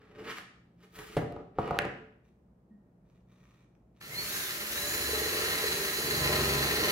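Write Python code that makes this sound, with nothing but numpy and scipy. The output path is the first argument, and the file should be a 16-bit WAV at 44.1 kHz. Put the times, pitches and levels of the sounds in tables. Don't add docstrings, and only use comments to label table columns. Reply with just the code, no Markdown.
import sys
import numpy as np
from scipy import signal
from scipy.fft import rfft, irfft, next_fast_len
from scipy.io import wavfile
from scipy.ndimage import map_coordinates

SR = 44100
rng = np.random.default_rng(int(sys.argv[2]) if len(sys.argv) > 2 else 0)


def transcribe(signal):
    frames = np.atleast_2d(signal).T
    limited = np.clip(frames, -1, 1)
    pcm = np.round(limited * 32767).astype(np.int16)
    wavfile.write(sys.argv[1], SR, pcm)


N = 304731

# time in seconds, speed in turns per second.
MOTOR_SPEED = [(4.0, 35), (4.25, 258), (4.3, 313), (4.375, 334), (4.5, 283), (4.58, 256), (4.66, 243),
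               (4.7, 298), (4.77, 326), (4.94, 342.5), (5.42, 326), (5.8, 327), (5.9, 333), (6.1, 334.5),
               (6.5, 330), (6.91, 320)]
# start in seconds, length in seconds, level in dB, tilt of its upper multiples in dB per octave.
CHATTER = [(5.126, 0.082, -46, -12), (6.206, 0.2, -57, 5), (6.495, 0.13, -40.5, -2.5)]
# multiple of the saw's turn rate, level in dB.
LOBES = [(3, -2.5), (6, 4), (10, -5), (16, -2), (18, -3.5), (26, -8)]
# multiple of the motor's turn rate, level in dB.
WHINE = [(5, -15.5), (12, -7.5), (19, -24), (20, -11.5), (29, -9.5), (30, -13), (32, -25), (35, -26),
         (45, -20)]
# start in seconds, length in seconds, first pitch in Hz, last pitch in Hz, level in dB.
SQUEALS = [(4.091, 0.16, 1900, 2376, -46), (4.13, .115, 3900, 4440, -39.5)]
# pitch in Hz, width in Hz, level in dB.
PRESSED_BOARD = [(371.5, 74, 0), (424, 31, -3.5), (584.7, 16, 2.5), (772, 49, -8), (1014.6, 7.4, 4),
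                 (1260, 9, 1)]
# pitch in Hz, width in Hz, level in dB.
BENCH = [(56, 38, 1), (106, 39, 1), (157, 55, 2), (203.3, 25, 1), (317.3, 100, 0.5)]
# pitch in Hz, width in Hz, level in dB.
CUP = [(1388, 63, -1), (1878, 152, 2.5), (2070, 76, 0.5), (2680, 450, -3), (4076, 230, 1.5),
       (5640, 91, -13)]
# frequency in Hz, level in dB per Hz.
CHIPS = [(200, 0.5), (600, -33), (950, 1.5), (1600, 2.5), (2300, 5.5), (3500, 1.5), (7000, -20),
         (8500, -7.5), (12000, -7)]
# frequency in Hz, level in dB per Hz.
FAN = [(200, -0.5), (900, -5.5), (1800, 8.5), (3400, 2.5), (6500, 4), (7400, 3.5), (8300, -3.5), (9300, 2),
       (11500, 5), (14200, 2.5), (16000, 2.5)]
# frequency in Hz, level in dB per Hz.
SLIDE_COLOUR = [(500, -21.5), (1000, -9.5), (1260, -3.5), (2900, -10.5), (8500, -26.5), (12000, -25),
                (16000, -32.5)]
# frequency in Hz, level in dB per Hz.
AIR = [(25, -34.5), (55, -4.5), (90, -17), (125, -11.5), (185, -8), (260, -14.5), (600, -22), (3500, -53),
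       (16000, -59)]
# pitch in Hz, level in dB.
HUM = [(120, -72), (178, -70)]
# start in seconds, length in seconds, board level in dB, scrape level in dB,
# brightness in dB per octave.
SLIDES = [(0.0, 0.2, -61.5, -66, -3), (0.192, 0.071, -48, -58.5, -1), (0.273, 0.03, -49, -55.5, -7.5),
          (0.294, 0.026, -61, -41, 0), (0.376, 0.012, -69, -45, 3), (0.82, 0.036, -65, -64.5, 2.5),
          (0.954, 0.12, -66, -54, 7.5), (0.988, 0.041, -53, -51.5, -16), (1.095, 0.12, -56, -54, 3.5),
          (1.238, 0.17, -48, -66.5, -5.5), (1.602, 0.28, -42.5, -52, -4)]
# time in seconds, board level in dB, centre of its ring in Hz, crack level in dB, contact in ms.
KNOCKS = [(0.384, -45, 1300, -31.5, 2), (1.1674, -19.5, 522, -19.5, 15), (1.1743, -26, 524, -35, 2),
          (1.2205, -30.5, 450, -45, 2), (1.324, -39, 504, -37.5, 0.48), (1.364, -36.5, 750, -48, 2),
          (1.586, -19, 767, -32.5, 22), (1.677, -32.5, 762, -34.5, 2), (1.687, -34, 1103, -40, 2),
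          (1.7088, -21, 922, -32.5, 2.8), (1.7444, -34, 1200, -44, 1.7), (1.7685, -33.5, 925, -41, 1.5),
          (1.789, -26.5, 741, -9.5, 0.011), (1.82, -35, 619, -30.5, 1.2), (1.851, -29.5, 688, -30.5, 3)]
# pitch in Hz, width in Hz, level in dB.
FREE_BOARD = [(268, 41, -2), (337, 30, -5), (430.4, 36, 8), (584, 23, 6), (698, 17, 4), (798, 52, 8.5),
              (958, 28, 1), (1210, 110, 12), (1470, 40, -4), (2150, 750, -18)]
# frequency in Hz, seconds to fade by 60 dB.
GARAGE = [(80, 1), (400, 0.57), (4000, 0.6), (8000, 0.52), (15000, 0.086)]
# frequency in Hz, left-right likeness from 0 to 1.
ALIKE = [(120, 0.99), (300, 0.93), (600, 0.49), (1100, 0.089), (1800, 0.02)]
# pitch in Hz, width in Hz, level in dB.
EDGE = [(1460, 330, 5), (1950, 560, 3), (2710, 470, -2)]
# frequency in Hz, level in dB per Hz.
SNAP = [(800, -27.5), (2300, 0.5), (4000, 0.5), (5500, -9.5), (7800, -12), (12000, -11.5), (14500, -40)]
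# time in seconds, feed in dB over a firm bite.
FEED = [(4.0, -25), (4.18, -19), (4.4, -15), (4.56, -12.5), (5.02, -6), (5.15, 0), (5.48, 1.5),
        (5.92, -3.5), (6.28, 5.5)]
# start in seconds, length in seconds, level in dB.
RUBS = [(2.252, 0.032, -76), (3.058, 0.12, -78.5), (3.293, .33, -72.5), (3.964, 0.049, -72)]
# time in seconds, shell level in dB, bright snap level in dB.
CLICKS = [(3.1002, -68, -42), (3.2075, -72, -49), (3.454, -57, -50), (3.5186, -69, -44), (3.645, -63, -53),
          (3.7518, -64, -50), (3.9652, -72, -41), (4.0133, -41, -33)]
# pitch in Hz, width in Hz, level in dB.
HOUSING = [(1190, 310, 2), (1853, 140, 1), (2360, 200, -1), (3600, 500, -10), (5700, 500, -10)]
# first catch in seconds, length in seconds, peak in dB, gain per turn in dB.
CATCHES = [(5.088, .19, -30, 0), (5.324, .105, -32.5, 1), (5.436, .105, -34.5, -1), (5.638, .02, -24.5, -3),
           (5.682, .15, -31, -0.5), (5.984, .15, -32.5, -0.5), (6.248, .105, -39, 1),
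           (6.798, .105, -27, -3)]
# time in seconds, level in dB.
SHUDDER = [(4.0, -52), (4.11, -47.5), (4.16, -44), (4.28, -54), (4.55, -53.5), (4.8, -46.5), (5.55, -46),
           (5.68, -46), (5.92, -52), (6.12, -40.5), (6.5, -38.5)]
# pitch in Hz, width in Hz, level in dB.
SCRAPE = [(1260, 35, -6), (1380, 55, -2.5), (1868, 53, -8.5), (2325, 58, 0), (2917, 33, -7.5)]
# pitch in Hz, level in dB.
SINGING = [(1870, -18.5), (4130, -19), (4440, -17)]

STROKE_ATTACK_S, STROKE_RELEASE_S = 0.045, 0.028
REBOUND_S, REBOUND_DB = 0.007965, -11.5
THUMP_DB, THUMP_DB_PER_OCTAVE = 8, -6
PUSH_DB, PUSH_CYCLES = -5, 0.7
RUB_ATTACK_S, RUB_RELEASE_S = 0.023, 0.035
BUMP_S, BUMP_HZ, BUMP_DB, BUMP_RISE_S = 2.703, 205, -48, 0.013
PING_HZ, PING_DB, PING_T60_S = 1865, -78.5, 0.61
START_S, SWITCH_ON_S = 4.0, 0.014
GEARING = 14.35
CRUISE = 330
HISS_DB, HISS_POWER = -34.5, 1.37
WHINE_DB = -42
# (dB at a firm bite, dB gained per dB of bite)
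JUDDER, RASP, TEAR = (-42.5, 0.69), (-37, 0.59), (-40, 0.7)
CATCH_HZ, CATCH_RISE_S = 430, 0.0056
CHATTER_BUILD_S, CHATTER_FADE_S = 0.4, 0.13
TOP_HZ = 15820


def amp(db):
    return 10 ** (np.asarray(db) / 20)


def unit(x):
    return x / np.sqrt(np.mean(x ** 2) + 1e-20)


def along(points, hz):
    f, v = np.transpose(points)
    return np.interp(np.log(hz + 1), np.log(f + 1), v)


def curves(rows):
    s, *cols = np.transpose(rows)
    return [np.interp(np.arange(N) / SR, s, c) for c in cols]


def wobble(rate):
    knots = rng.standard_normal(int(N * rate / SR) + 4)
    return map_coordinates(knots, [np.arange(N) * rate / SR])


def envelope(start, length, attack, release):
    t = np.arange(N) / SR
    before, after = np.maximum(start - t, 0), np.maximum(t - start - length, 0)
    return amp(-20 * (before / attack + after / release))


def filtered(x, response):
    m = next_fast_len(N + SR // 2)
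    return irfft(rfft(x, m) * response(np.fft.rfftfreq(m, 1 / SR)), m)[..., :N]


def coloured(x, spectrum):
    return unit(filtered(x, lambda hz: amp(along(spectrum, hz))))


def rung(x, modes, sign=1):
    def response(f):
        return sum(sign ** k * amp(db) * 1j * f * width / (hz * hz - f * f + 1j * f * width)
                   for k, (hz, width, db) in enumerate(modes))
    return filtered(x, response)


def strikes(times, db):
    return np.bincount(np.round(np.asarray(times) * SR).astype(int), amp(db), N)


def struck(blows, body):
    return rung(blows, body, -1) / np.abs(rung(signal.unit_impulse(N), body, -1)).max()


def grains(rate, spread_db):
    snap_now = rng.random(N) < rate / SR
    return unit(snap_now * rng.standard_normal(N) * amp(spread_db * rng.standard_normal(N)))


def tone(hz):
    return np.sqrt(2) * np.sin(2 * np.pi * (np.cumsum(hz) / SR + rng.random()))


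def spread(hz):
    return np.arccos(np.clip(along(ALIKE, hz), -1, 1)) / 2


def direct(x, lag):
    return filtered(x, lambda f: np.exp(np.outer([-1, 1], 1j * np.pi * f * lag / SR)))


def diffuse(spectrum):
    def response(hz):
        return amp(along(spectrum, hz)) * np.array([np.cos(spread(hz)), np.sin(spread(hz))])
    mid, side = filtered(rng.standard_normal((2, N)), response)
    return unit(np.array([mid + side, mid - side]))


def echoes():
    hz, t = np.fft.rfftfreq(256, 1 / SR), np.arange(220) * 128 / SR
    turn = spread(hz)[:, None]
    z = rng.standard_normal((2, len(hz), 2 * len(t))).view(complex)
    z = z * amp(-60 * t / along(GARAGE, hz)[:, None]) * np.array([np.cos(turn), np.sin(turn)])
    mid, side = signal.istft(z, SR)[1]
    tail = np.pad([mid + side, mid - side], ((0, 0), (SR // 300, 0)))
    return tail / np.linalg.norm(tail[0])


def garage(x, wet_db, lag, size=8192):
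    echo = np.zeros((2, N + 2 * SR))
    padded = np.pad(x, (size // 2, size))
    fade = np.sin(np.pi * np.arange(size) / size)
    for at in range(0, N + size // 2, size // 2):
        answer = signal.fftconvolve((padded[at:at + size] * fade)[None], echoes(), axes=1)
        echo[:, at:at + answer.shape[1]] += answer
    echo = echo[:, size // 2:][:, :N]
    return direct(x, lag) + amp(wet_db) * filtered(echo, lambda hz: hz / np.hypot(hz, 130))


def room_tone():
    hum = sum(amp(db + 2 * wobble(3)) * tone(hz * (1 + 0.025 * wobble(12))) for hz, db in HUM)
    return amp(-64) * diffuse(AIR) + hum


def slides(drone_hz=430):
    out = np.zeros(N)
    rubbing = grains(6000, spread_db=0)
    drone = unit(rung(rubbing, FREE_BOARD) + amp(-1.5) * rung(rubbing, BENCH))
    drone = unit(filtered(drone, lambda hz: 1 / (1 - (hz / drone_hz) ** 2 + 0.5j * hz / drone_hz)))
    catching = amp(2.2 * wobble(80))
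    slips = grains(6000, spread_db=4) * catching
    crackle = coloured(slips, SLIDE_COLOUR) + amp(-4) * unit(rung(slips, SCRAPE, -0.91))
    for s, length, board_db, scrape_db, tilt_db in SLIDES:
        scrape = unit(filtered(crackle, lambda hz: amp(tilt_db * np.log2(1 + hz / 1000))))
        stroke = envelope(s, length, STROKE_ATTACK_S, STROKE_RELEASE_S)
        out += stroke * (amp(board_db) * drone + amp(scrape_db) * scrape)
    return out


def cracks():
    out, ms = np.zeros(N), np.arange(SR // 20) * 1000 / SR
    for s, _, _, crack_db, contact_ms in KNOCKS:
        burst = rng.choice([-1, 1], len(ms)) * np.exp(-ms / contact_ms)
        out[round(s * SR):][:len(ms)] += amp(crack_db) * burst / np.linalg.norm(burst)
    return out


def knocks(octaves=0.91, thump_hz=450):
    wood, t = np.zeros(N), np.arange(SR // 4) / SR
    hz, width, db = np.transpose(FREE_BOARD)[..., None]
    sign = (-1) ** np.arange(len(hz))[:, None]
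    modes = sign * amp(db) * np.exp(-np.pi * width * t) * np.sin(2 * np.pi * hz * t)
    for s, board_db, centre_hz, _, _ in KNOCKS:
        favoured = np.exp(-(np.log2(hz / centre_hz) / octaves) ** 2 / 2)
        ring = np.sum(modes * favoured * amp(rng.standard_normal(hz.shape)), axis=0)
        wood[round(s * SR):][:len(t)] += amp(board_db) * ring / np.abs(ring).max()
    times, blow_db, centres_hz, _, _ = np.transpose(KNOCKS)
    bench_db = blow_db + THUMP_DB + THUMP_DB_PER_OCTAVE * np.log2(centres_hz / 500)
    thump = struck(strikes(times, bench_db), BENCH)
    thump = filtered(thump, lambda f: 1 / (1 + 1j * f / thump_hz) ** 2)
    slaps = filtered(wood + thump, lambda f: 1 + amp(REBOUND_DB) * np.exp(-2j * np.pi * f * REBOUND_S))
    return slaps + amp(-2.5) * struck(cracks(), EDGE)


def snaps(snap_db=9):
    return filtered(amp(snap_db) * cracks(), lambda hz: amp(along(SNAP, hz)))


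def pushes():
    out, t = np.zeros(N), np.arange(SR // 20) / SR
    for s, board_db, centre_hz, _, _ in KNOCKS:
        cycles = centre_hz * t
        u = cycles / PUSH_CYCLES
        shove = np.sin(2 * np.pi * cycles) * u * np.exp(1 - u)
        out[round(s * SR):][:len(t)] -= amp(board_db + PUSH_DB) * shove
    return out


def grip(skin_db=-6, click_db=6):
    friction = grains(1200, spread_db=3)
    rub = unit(rung(friction, HOUSING)) + amp(skin_db) * coloured(friction, CHIPS)
    pressure = sum(amp(db) * envelope(s, length, RUB_ATTACK_S, RUB_RELEASE_S) for s, length, db in RUBS)
    times, shell_db, bright_db = np.transpose(CLICKS)
    snap = filtered(strikes(times, bright_db), lambda hz: amp(along(SNAP, hz)))
    return pressure * rub + amp(click_db) * struck(strikes(times, shell_db), HOUSING) + snap


def set_down():
    age = np.maximum(np.arange(N) / SR - BUMP_S, 0)
    u = age / BUMP_RISE_S
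    bump = amp(BUMP_DB) * (u * np.exp(1 - u)) ** 2 * np.sin(2 * np.pi * BUMP_HZ * age)
    ping = amp(PING_DB - 60 * age / PING_T60_S) * tone(PING_HZ * (1 + 0.016 * wobble(300)))
    return bump + np.minimum(u, 1) * ping


def running():
    return np.clip((np.arange(N) / SR - START_S) / SWITCH_ON_S, 0, 1)


def saw_turns():
    return np.cumsum(curves(MOTOR_SPEED)[0] / GEARING) / SR


def driven(law):
    firm_db, db_per_db = law
    return amp(firm_db + db_per_db * curves(FEED)[0])


def hiss(lag, wet_db):
    flutter = amp(2 * wobble(60))
    near = direct(coloured(rng.standard_normal(N), FAN), lag) * flutter
    noise = unit(near + amp(wet_db) * diffuse(FAN))
    return running() * amp(HISS_DB) * (curves(MOTOR_SPEED)[0] / CRUISE) ** HISS_POWER * noise


def whine():
    speed = curves(MOTOR_SPEED)[0]
    sway = 0.0016 * np.sin(2 * np.pi * saw_turns())
    speed = speed * (1 + sway + 0.001 * wobble(60))
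    lines = np.zeros(N)
    for order, db in WHINE:
        hz = order * speed
        strength = (speed / speed.max()) ** (order / 3)
        lines += strength * amp(db + along(FAN, hz) + 2 * wobble(20)) * tone(hz)
    return running() * amp(WHINE_DB) * lines


def rasp():
    turns = saw_turns()
    first_catch = round(CATCHES[0][0] * SR)
    surge_db = -4 * np.cos(2 * np.pi * (turns - turns[first_catch]))
    tearing = grains(6000, spread_db=1) * amp(0.6 * surge_db + 2.2 * wobble(160) + 1.3 * wobble(50))
    squeaks = np.zeros(N)
    for hz, db in SINGING:
        note = tone(hz * (1 + 0.016 * wobble(70)))
        squeaks += amp(db) * unit(amp(surge_db + 3 * wobble(70)) * note)
    pressed = np.minimum(2 * amp(curves(FEED)[0]), 1) ** 2
    cup = amp(-1) * unit(rung(tearing, CUP)) + 2 * pressed * squeaks
    chips = coloured(tearing * np.sign(rng.standard_normal(N)), CHIPS)
    return running() * (driven(RASP) * cup + driven(TEAR) * chips)


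def teeth(turns, scatter_db, count=14):
    at = np.flatnonzero(np.diff(np.floor(turns * count + 0.14 * wobble(90))))
    tooth = np.round(turns[at] * count).astype(int) % count
    depth_db = 3 * rng.standard_normal(count)
    size = amp(depth_db[tooth] + scatter_db * rng.standard_normal(N)[at])
    return unit(np.bincount(at, size - np.median(size), N))


def hole_saw(soft_hz=1500):
    cutting = running()

    def level(x):
        return x / np.sqrt(np.average(x ** 2, weights=cutting))

    bites = level(teeth(saw_turns(), scatter_db=1)) + 0.45 * grains(900, spread_db=3.5)
    bites = filtered(bites, lambda hz: 1 / (1 + 1j * hz / soft_hz))
    rumble = amp(curves(SHUDDER)[0]) * level(rung(bites, BENCH))
    judder = driven(JUDDER) * level(rung(bites, PRESSED_BOARD))
    return cutting * (rumble + judder)


def squeals():
    out = np.zeros(N)
    for s, length, first_hz, last_hz, db in SQUEALS:
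        u = np.clip((np.arange(N) / SR - s) / length, 0, 1)
        hz = last_hz + (first_hz - last_hz) * (1 - u) ** 2
        out += np.sin(np.pi * u) * amp(db + 3.5 * wobble(80)) * tone(hz * (1 + 0.007 * wobble(200)))
    return out


def catches():
    out, t = np.zeros(N), np.arange(SR // 16) / SR
    turn_s = GEARING / curves(MOTOR_SPEED)[0]
    u = t / CATCH_RISE_S
    swing = (u * np.exp(1 - u)) ** 2
    for s, length, db, db_per_turn in CATCHES:
        period = turn_s[round(s * SR)]
        for k, at in enumerate(np.arange(s, s + length, period)):
            note = np.sin(2 * np.pi * CATCH_HZ * (1 + 0.03 * rng.standard_normal()) * t)
            knock = amp(db + db_per_turn * k + rng.standard_normal()) * swing * note
            room = out[round(at * SR):][:len(t)]
            room += knock[:len(room)]
    return out


def chatter():
    spin = curves(MOTOR_SPEED)[0] / GEARING
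    bouts = [(amp(db) * envelope(s, length, CHATTER_BUILD_S, CHATTER_FADE_S), tilt_db)
             for s, length, db, tilt_db in CHATTER]
    out = np.zeros(N)
    for order, db in LOBES:
        octaves = max(np.log2(order / 3), 0)
        swell = sum(bout * amp(tilt_db * octaves) for bout, tilt_db in bouts)
        out += swell * amp(db + 2 * wobble(12)) * tone(order * spin * (1 + 0.006 * wobble(30)))
    return running() * out


def scene(drill_lag=7.33):
    handled = knocks() + amp(-1) * slides() + amp(-5.5) * grip() + set_down()
    handling = garage(handled, wet_db=-3.5, lag=2.2) + snaps() + pushes()
    cutting = amp(-3.5) * garage(hole_saw(), wet_db=-1, lag=drill_lag) + chatter()
    grinding = garage(catches() + amp(-1) * rasp(), wet_db=-5, lag=drill_lag)
    tones = garage(whine() + squeals(), wet_db=-5, lag=drill_lag, size=16384)
    drilling = cutting + grinding + tones + hiss(drill_lag, wet_db=5.5)
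    return handling + drilling * amp([[-0.25], [0.25]]) + room_tone()


def record(dry):
    return filtered(dry, lambda hz: hz ** 8 / (hz ** 8 + 35 ** 8) / (1 + (hz / TOP_HZ) ** 400))


dry = scene()
out = record(dry)
transcribe(out)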